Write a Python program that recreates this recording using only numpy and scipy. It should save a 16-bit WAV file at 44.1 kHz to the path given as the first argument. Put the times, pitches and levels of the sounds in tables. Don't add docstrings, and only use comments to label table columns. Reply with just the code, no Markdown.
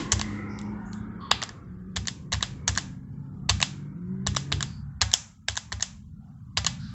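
import sys
import numpy as np
from scipy import signal
from scipy.fft import rfft, irfft, next_fast_len
from scipy.io import wavfile
from scipy.ndimage import uniform_filter1d

SR = 44100
rng = np.random.default_rng(int(sys.argv[2]) if len(sys.argv) > 2 else 0)


def unload_wav(signal):
    wavfile.write(
        sys.argv[1],
        SR,
        np.round(np.clip(np.atleast_2d(signal).T, -1, 1) * 32767).astype(np.int16),
    )


N = 306039

# time in seconds, rough peak in dB, low and high mode gains in dB,
# rattle decay in ms, lead of the finger's touch in ms, touch in dB, bounce spacing in ms, first bounce
# in dB, desk thud in dB.
PRESSES = [(0.1193, -5.5, -1, 3, 2.2, 3, -27, 5.2, -10, -21),
           (1.314, -2, -5, -15, 1, 2.5, -15, 5, -32, -32.5),
           (1.9633, -17.5, -2, -1, 1.2, 3.7, -26, 3.9, -16, -26),
           (2.326, -13.5, -1, -3, 6.3, 5.5, -19.5, 8.5, -15.5, -23),
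           (2.678, -8, 0.5, 2.5, 1.9, 3.1, -31.5, 5.8, -13.5, -23.5),
           (3.4935, -6, -3, -2, 3, 2.6, -18.5, 5.8, -11, -20),
           (4.2706, -11, -5, -2.5, 1.1, 4.76, -16.5, 5.8, -31, -23.5),
           (4.5241, -9.5, -5.5, -5.5, .5, 5.6, -18.5, 5, -27.5, -25),
           (5.0146, -6.5, 0.5, -1.5, 2.4, 3.8, -19, 5.4, -10.5, -23.5),
           (5.4839, -10, -3, -1.5, 1.8, 3, -33, 12, -24, -30.5),
           (5.7249, -17.5, 2, 0, 1.6, 4.9, -21, 5, -32.5, -29),
           (6.572, -10, -0.5, -3.5, 1.3, 3, -33, 5, -11.5, -26.5)]


def contacts():
    # five columns as in PRESSES, lead of the pad letting go
    # in ms, its level in dB, lag of the cap's other edge in ms (minus is earlier), its level in dB.
    releases = [(0.2133, -14, -2.5, -2.5, 0.88, 18.7, -19.5, -20.5, -27),
                (1.4261, -15.5, 0.5, -3, .7, 8.5, -21.5, 9, -18.5),
                (2.0722, -15.5, -5.5, 0, 0.91, 18, -35, 10, -14.5),
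                (2.4266, -9, -1, -3.5, 0.69, 18.8, -26.5, 7, -20),
                (2.775, -9, -2, 0, 1, 14.7, -26, 7.5, -15.5),
                (3.6266, -4.5, -4.5, -2, 1.6, 24, -20, -11.8, -16.5),
                (4.3669, -9.5, -3.5, 0, 1.1, 18.5, -27, -3.5, -16.5),
                (4.6263, -13, -2, -1, 1.4, 19.8, -18, 4.5, -34),
                (5.138, -1, -2.5, 6.5, 0.97, 23, -24.5, -6, -18.5),
                (5.5741, -13, -2.5, 2.5, .7, 19, -28, -6, -18.5),
                (5.825, -9, -3.5, 2.5, 1.16, 18.2, -25.5, -15, -32),
                (6.6647, -8, -3.5, -3, 3, 19, -18, 3.5, -15)]
    ticks = [(0.5886, -33, -18, -5.5), (0.6138, -38, -10, 2), (0.931, -34, -6, -1), (1.4913, -27.5, 9, -5),
             (2.7511, -27.5, -12, -4), (5.798, -33, 7.5, -5)]
    light_ms = 1.4
    hollow_db, bounce_low_db = 8, 1.5
    rows = [(*tick, light_ms) for tick in ticks]
    for s, db, low, high, rattle_ms, touch_ms, touch_db, gap_ms, bounce_db, _ in PRESSES:
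        rows.append((s - touch_ms / 1000, touch_db, low + hollow_db, high, light_ms))
        rows.append((s, db, low, high, rattle_ms))
        for k, jitter in enumerate(.06 * rng.standard_normal(3)):
            lag = gap_ms / 1000 * (k + 1 + k * jitter)
            rows.append((s + lag, bounce_db - 6 * k, low + bounce_low_db, high, light_ms))
    for s, db, low, high, rattle_ms, pad_ms, pad_db, edge_ms, edge_db in releases:
        rows += [(s - pad_ms / 1000, pad_db, low + hollow_db, high, light_ms),
                 (s, db, low, high, rattle_ms),
                 (s + edge_ms / 1000, edge_db, low + bounce_low_db, high, light_ms)]
    return rows


def keys():
    # pitch in Hz, width in Hz before broadening, level in dB.
    case_modes = [(490, 540, -10), (843, 440, -3), (1130, 150, -7), (1630, 420, -2.5), (1707, 190, -0.5),
                  (1982, 440, -2.5), (2940, 380, -3.5), (3374, 390, -1.5), (3840, 220, -2.5),
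                  (4550, 280, -3.5), (5460, 350, -2.5), (6487, 420, -2), (6920, 510, -4), (6860, 560, 0),
                  (7710, 300, -5.5), (8900, 400, -13.5)]
    hz, width, mode_db = np.transpose(case_modes)
    near, around, t = np.zeros(N), np.zeros(N), np.arange(1280) / SR
    lead = 256
    since, bins = t - lead / SR, np.fft.rfftfreq(lead, 1 / SR)
    decay = np.exp(-np.pi * 1.4 * np.outer(width, t))
    slide = undb(-19.5) * np.exp(np.minimum(since, 0) / 0.0021) * (since < 0)
    thin = signal.butter(4, 420, "high", fs=SR, output="sos")
    colour_db = along([(250, -41), *zip(hz, mode_db)], bins)
    for s, peak_db, low_db, high_db, rattle_ms in contacts():
        tilt = [(1800, low_db), (2800, 0), (4600, 0.012), (5600, high_db)]
        detune, scatter = rng.standard_normal((2, len(hz)))
        ring = decay * np.sin(2 * np.pi * np.outer(hz * (1 + detune / 25), t))
        weights = undb(mode_db + along(tilt, hz) + 1.8 * scatter) * (-1) ** np.arange(len(hz))
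        rattle = np.exp(-np.maximum(since, 0) * 1000 / rattle_ms) * (since >= 0)
        push = rng.standard_normal(len(t)) * (slide + rattle)
        push[lead] += 3.0
        hit = signal.sosfilt(thin, signal.fftconvolve(push, weights @ ring)[:len(t)])
        rough_peak = 2 * np.sqrt(np.max(uniform_filter1d(hit ** 2, size=90)))
        hit *= undb(peak_db) / rough_peak
        add(near, s - lead / SR, hit)
        even = np.fft.fftshift(irfft(undb(colour_db + along(tilt, bins))))
        add(around, s, even * np.linalg.norm(hit) / np.linalg.norm(even))
    return near, around


def thuds():
    # pitch in Hz, level in dB.
    desk_modes = [(98.8, -3.5), (68.67, -5)]
    # pitch in Hz, t60 in seconds, level in dB against the thud.
    case_knock = (430, .05, -13)
    knock_hz, t60, knock_db = case_knock
    swell_s, lag_s = 0.024, .004
    out, t = np.zeros(N), np.arange(SR // 4) / SR
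    swell = t / swell_s * np.exp(1 - t / swell_s)
    ring = sum((-1) ** k * undb(db) * np.sin(2 * np.pi * hz * t) for k, (hz, db) in enumerate(desk_modes))
    for s, *_, db in PRESSES:
        hz = knock_hz * (1 + 0.028 * rng.standard_normal())
        knock = np.sin(2 * np.pi * hz * t) * 1000 ** (-t / t60)
        add(out, s + lag_s, undb(db) * (swell * ring + undb(knock_db) * knock))
    return out


def room(x):
    # frequency in Hz, t60 in seconds.
    decay_times = [(300, 0.46), (1000, 0.49), (3000, 0.29), (8000, 0.33)]
    tail_db, early_db, early_s = -15.5, -12, 0.0084
    t, tail = np.arange(int(.7 * SR)) / SR, 0
    for hz in 250 * 2. ** np.arange(6):
        octave = band_noise(hz / np.sqrt(2), hz * np.sqrt(2), len(t))
        tail = tail + octave * 1000 ** (-t / along(decay_times, hz))
    tail *= 1 - np.exp(-t / 0.0012)
    early = rng.standard_normal(len(t)) * np.exp(-t / early_s) * (1 - np.exp(-t / .001))
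    echo = undb(tail_db) * tail / np.linalg.norm(tail) + undb(early_db) * early / np.linalg.norm(early)
    return signal.fftconvolve(x, echo)[:N]


def engine(curve, partials, flutter_db=1.66):
    s, hz, db = np.transpose(curve)
    t = np.arange(N) / SR
    pitch = np.interp(t, s, hz) * (1 + .006 * walk(25))
    phase = 2 * np.pi * np.cumsum(pitch) / SR
    level_db = np.interp(t, s, db)
    fade = np.clip(np.minimum(t - s[0], s[-1] - t) / 0.062, 0, 1)
    return fade * sum(np.sqrt(2) * undb(level_db + gain_db + flutter_db * walk(11)) * np.sin(k * phase)
                      for k, gain_db in partials)


def engines():
    # time in seconds, firing rate in Hz, level in dB.
    receding = [(0.0, 52.6, -51.5), (0.1, 52.33, -39), (0.22, 53.16, -36.5), (0.41, 51.47, -36.5),
                (1.166, 54, -42), (1.4, 56.7, -56.5)]
    # order, gain in dB.
    receding_orders = [(1, -14), (2, -5), (4, -0.5)]
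    # time in seconds, fifth order in Hz, level in dB.
    far = [(2.5, 256, -56.5), (3.2, 259, -52.5), (4.6, 270, -61)]
    # time in seconds, third order in Hz,
    # level in dB.
    pulls = [
        [(2.1, 151.3, -47), (2.56, 138.8, -44), (3.3, 140, -42), (3.6, 141.1, -41), (3.92, 147.8, -41.5),
         (4.02, 162, -37.5)],
        [(4.02, 127.8, -45), (4.09, 131.5, -38), (4.61, 142.4, -35.5), (4.7, 142, -48), (4.95, 140.5, -39)],
        [(6.35, 123, -50), (6.56, 128.5, -44), (6.94, 128.3, -41.5)],
    ]
    fourths_db = [-4, -16, -6.5]
    # start, loudest point and end in seconds, third order in Hz at each of these,
    # loudest level in dB, sixth order in dB against the third.
    revs = [(.65, .8, 1.42, 181, 184, 180.5, -42, -16.5), (1.59, 1.901, 2.15, 178, 185.2, 181, -42, -14.5),
            (3.92, 4.122, 4.4, 168, 185, 203, -33.5, -17)]
    rise_db, fall_db = 8.5, 6.5
    drone = engine(receding, receding_orders) + engine(far, [(1, 0), (6 / 5, -9.5)])
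    drone += sum(engine(pull, [(1, 0), (4 / 3, db)]) for pull, db in zip(pulls, fourths_db))
    for *times, from_hz, mid_hz, to_hz, db, sixth_db in revs:
        curve = np.transpose([times, (from_hz, mid_hz, to_hz), (db - rise_db, db, db - fall_db)])
        drone += engine(curve, [(1, 0), (2, sixth_db)])
    return drone


def street():
    # time in seconds, then rumble, drone
    # and roar in dB.
    levels = [(0.0, -36, -40, -43), (0.691, -42, -46, -46.5), (1.04, -42.5, -50, -53),
              (1.39, -45.5, -49.5, -50), (1.7, -42.5, -56.5, -61.5), (2.4, -40, -55, -67.5),
              (2.74, -40, -48.5, -55), (3.0, -41.5, -61, -65.5), (3.46, -40, -55.5, -63.5),
              (3.8, -43.5, -55, -59.5), (4.05, -41.5, -58, -63), (4.55, -38.5, -43, -56.5),
              (4.78, -39, -68, -64), (5.12, -42.5, -69, -63.5), (5.35, -52, -76.5, -79),
              (5.651, -46, -66, -64), (5.999, -46, -73.5, -77), (6.5, -43, -72.5, -70.5),
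              (6.94, -36, -69.5, -65)]
    # frequency in Hz, relative level in dB.
    drone_colour = [(200, -28.5), (270, 1), (380, -8.5), (520, -16), (700, -27.5)]
    rumble_colour = [(25, -29), (48, -6.5), (110, -1.5), (150, -3), (210, -4.5), (270, -17.5), (340, -57)]
    roar_colour = [(550, -22.5), (750, -7), (1030, -2), (1350, -5.5), (1700, -8.5), (2100, -11.5),
                   (2700, -26.5), (3500, -47.5)]
    s, rumble_db, drone_db, roar_db = np.transpose(levels)
    drone = wash(drone_colour, (s, drone_db), flicker_db=3.0, rate_hz=9., bands=8)
    rumble = wash(rumble_colour, (s, rumble_db), flicker_db=2.1, rate_hz=8.2, bands=6)
    roar = wash(roar_colour, (s, roar_db), flicker_db=5.5, rate_hz=5.4, bands=26)
    return drone + rumble + roar


def hiss():
    # frequency in Hz, relative level in dB.
    colour = [(350, -17), (900, 0), (3000, 1), (6000, -4.5), (8000, -4.5)]
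    # time in seconds, level in dB.
    levels = [(0, -35.5), (.1, -52.5), (.35, -55), (.5, -71), (1.299, -75), (6.6, -74.5), (6.94, -61)]
    return wash(colour, np.transpose(levels), flicker_db=0.85, rate_hz=18.0, bands=4)


def narrow_hisses():
    # start and length in seconds, centre and width in Hz, top level in dB.
    bursts = [(0.487, 0.26, 5400, 890, -60), (0.853, 0.09, 6900, 810, -65), (0.92, 0.18, 3565, 490, -68.5),
              (0.914, 0.11, 7100, 1210, -61), (1.185, 0.18, 1110, 148, -44.5),
              (1.202, 0.18, 4400, 297, -59.5), (1.206, 0.17, 3340, 496, -57.5),
              (4.655, 0.19, 4650, 402, -56.5), (6.2, 0.24, 752, 148, -67.5), (6.792, 0.19, 4420, 1520, -54),
              (6.79, 0.23, 1520, 300, -57.5)]
    out = np.zeros(N)
    for s, length, hz, width, db in bursts:
        swell = np.sin(np.pi * np.linspace(0, 1, int(length * SR)) ** 0.47)
        add(out, s, undb(db) * swell * unit(band_noise(hz - width / 2, hz + width / 2, len(swell))))
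    return out


def wash(colour, curve, flicker_db, rate_hz, bands):
    size = next_fast_len(N, real=True)
    hz, out = np.fft.rfftfreq(size, 1 / SR), 0
    noise = rfft(rng.standard_normal(size)) * undb(along(colour, hz))
    low_hz, high_hz = colour[0][0], colour[-1][0]
    step = np.log(high_hz / low_hz) / (bands - 1)
    for mid in np.geomspace(low_hz, high_hz, num=bands):
        share = np.exp(-2 * (np.log((hz + 1) / mid) / step) ** 2)
        out = out + undb(flicker_db * walk(rate_hz)) * irfft(noise * share, size)[:N]
    return unit(out) * undb(np.interp(np.arange(N) / SR, *curve))


def band_noise(low_hz, high_hz, samples):
    band = signal.butter(2, [low_hz, high_hz], "band", fs=SR, output="sos")
    return signal.sosfilt(band, rng.standard_normal(samples))


def walk(rate_hz):
    hold = int(SR / rate_hz)
    steps = np.repeat(rng.standard_normal(N // hold + 1), hold)
    return unit(uniform_filter1d(uniform_filter1d(steps, hold), hold)[:N])


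def along(points, hz):
    point_hz, values = np.transpose(points)
    return np.interp(np.log(hz + 1), np.log(point_hz), values)


def undb(db):
    return 10 ** (np.asarray(db) / 20)


def unit(x):
    return x / np.sqrt(np.mean(x ** 2))


def add(out, s, x):
    i = int(s * SR)
    out[i:i + len(x)] += x[:N - i]


def scene():
    near, around = keys()
    return (near + room(around) + thuds() + engines() + street() + hiss() + narrow_hisses())[None]


def suppress(x, floor_db=-18, hold=0.38):
    # frequency in Hz, threshold in dB per bin.
    threshold = [(200, -140), (400, -89.5), (1000, -83), (2500, -89), (8000, -102)]
    hz, _, spectra = signal.stft(x, SR, nperseg=1024, noverlap=768)
    power = np.abs(uniform_filter1d(np.abs(spectra) ** 2, size=5, axis=0))
    power = np.maximum(power, signal.lfilter([1 - hold], [1, -hold], power, axis=1))
    over = np.sqrt(power) / undb(along(threshold, hz))[:, None]
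    gain = np.clip(over ** 2, undb(floor_db), 1)
    return signal.istft(spectra * gain, SR, nperseg=1024, noverlap=768)[1][:N]


def record(dry):
    # frequency in Hz, gain of the image in dB.
    image_gain = [(8000, -20.5), (8600, -33), (9300, -42.5), (10500, -34.5), (12000, -43), (13000, -49),
                  (15300, -48.5), (15800, -90)]
    edge_hz, voice_rate_hz, top_hz, self_noise_db = 7700, 16000, 16300, -86.5
    voice = signal.sosfilt(signal.cheby1(12, .5, edge_hz, fs=SR, output="sos"), suppress(dry[0]))
    size = next_fast_len(N, real=True)
    mirrored = rfft(2 * voice * np.cos(2 * np.pi * voice_rate_hz * np.arange(N) / SR), size)
    image = irfft(mirrored * undb(along(image_gain, np.fft.rfftfreq(size, 1 / SR))), size)[:N]
    clipped = np.clip(voice + image + undb(self_noise_db) * rng.standard_normal(N), -.88, .88)
    return signal.sosfilt(signal.ellip(8, .2, 60, top_hz, fs=SR, output="sos"), clipped)[None]


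dry = scene()
out = record(dry)
unload_wav(out)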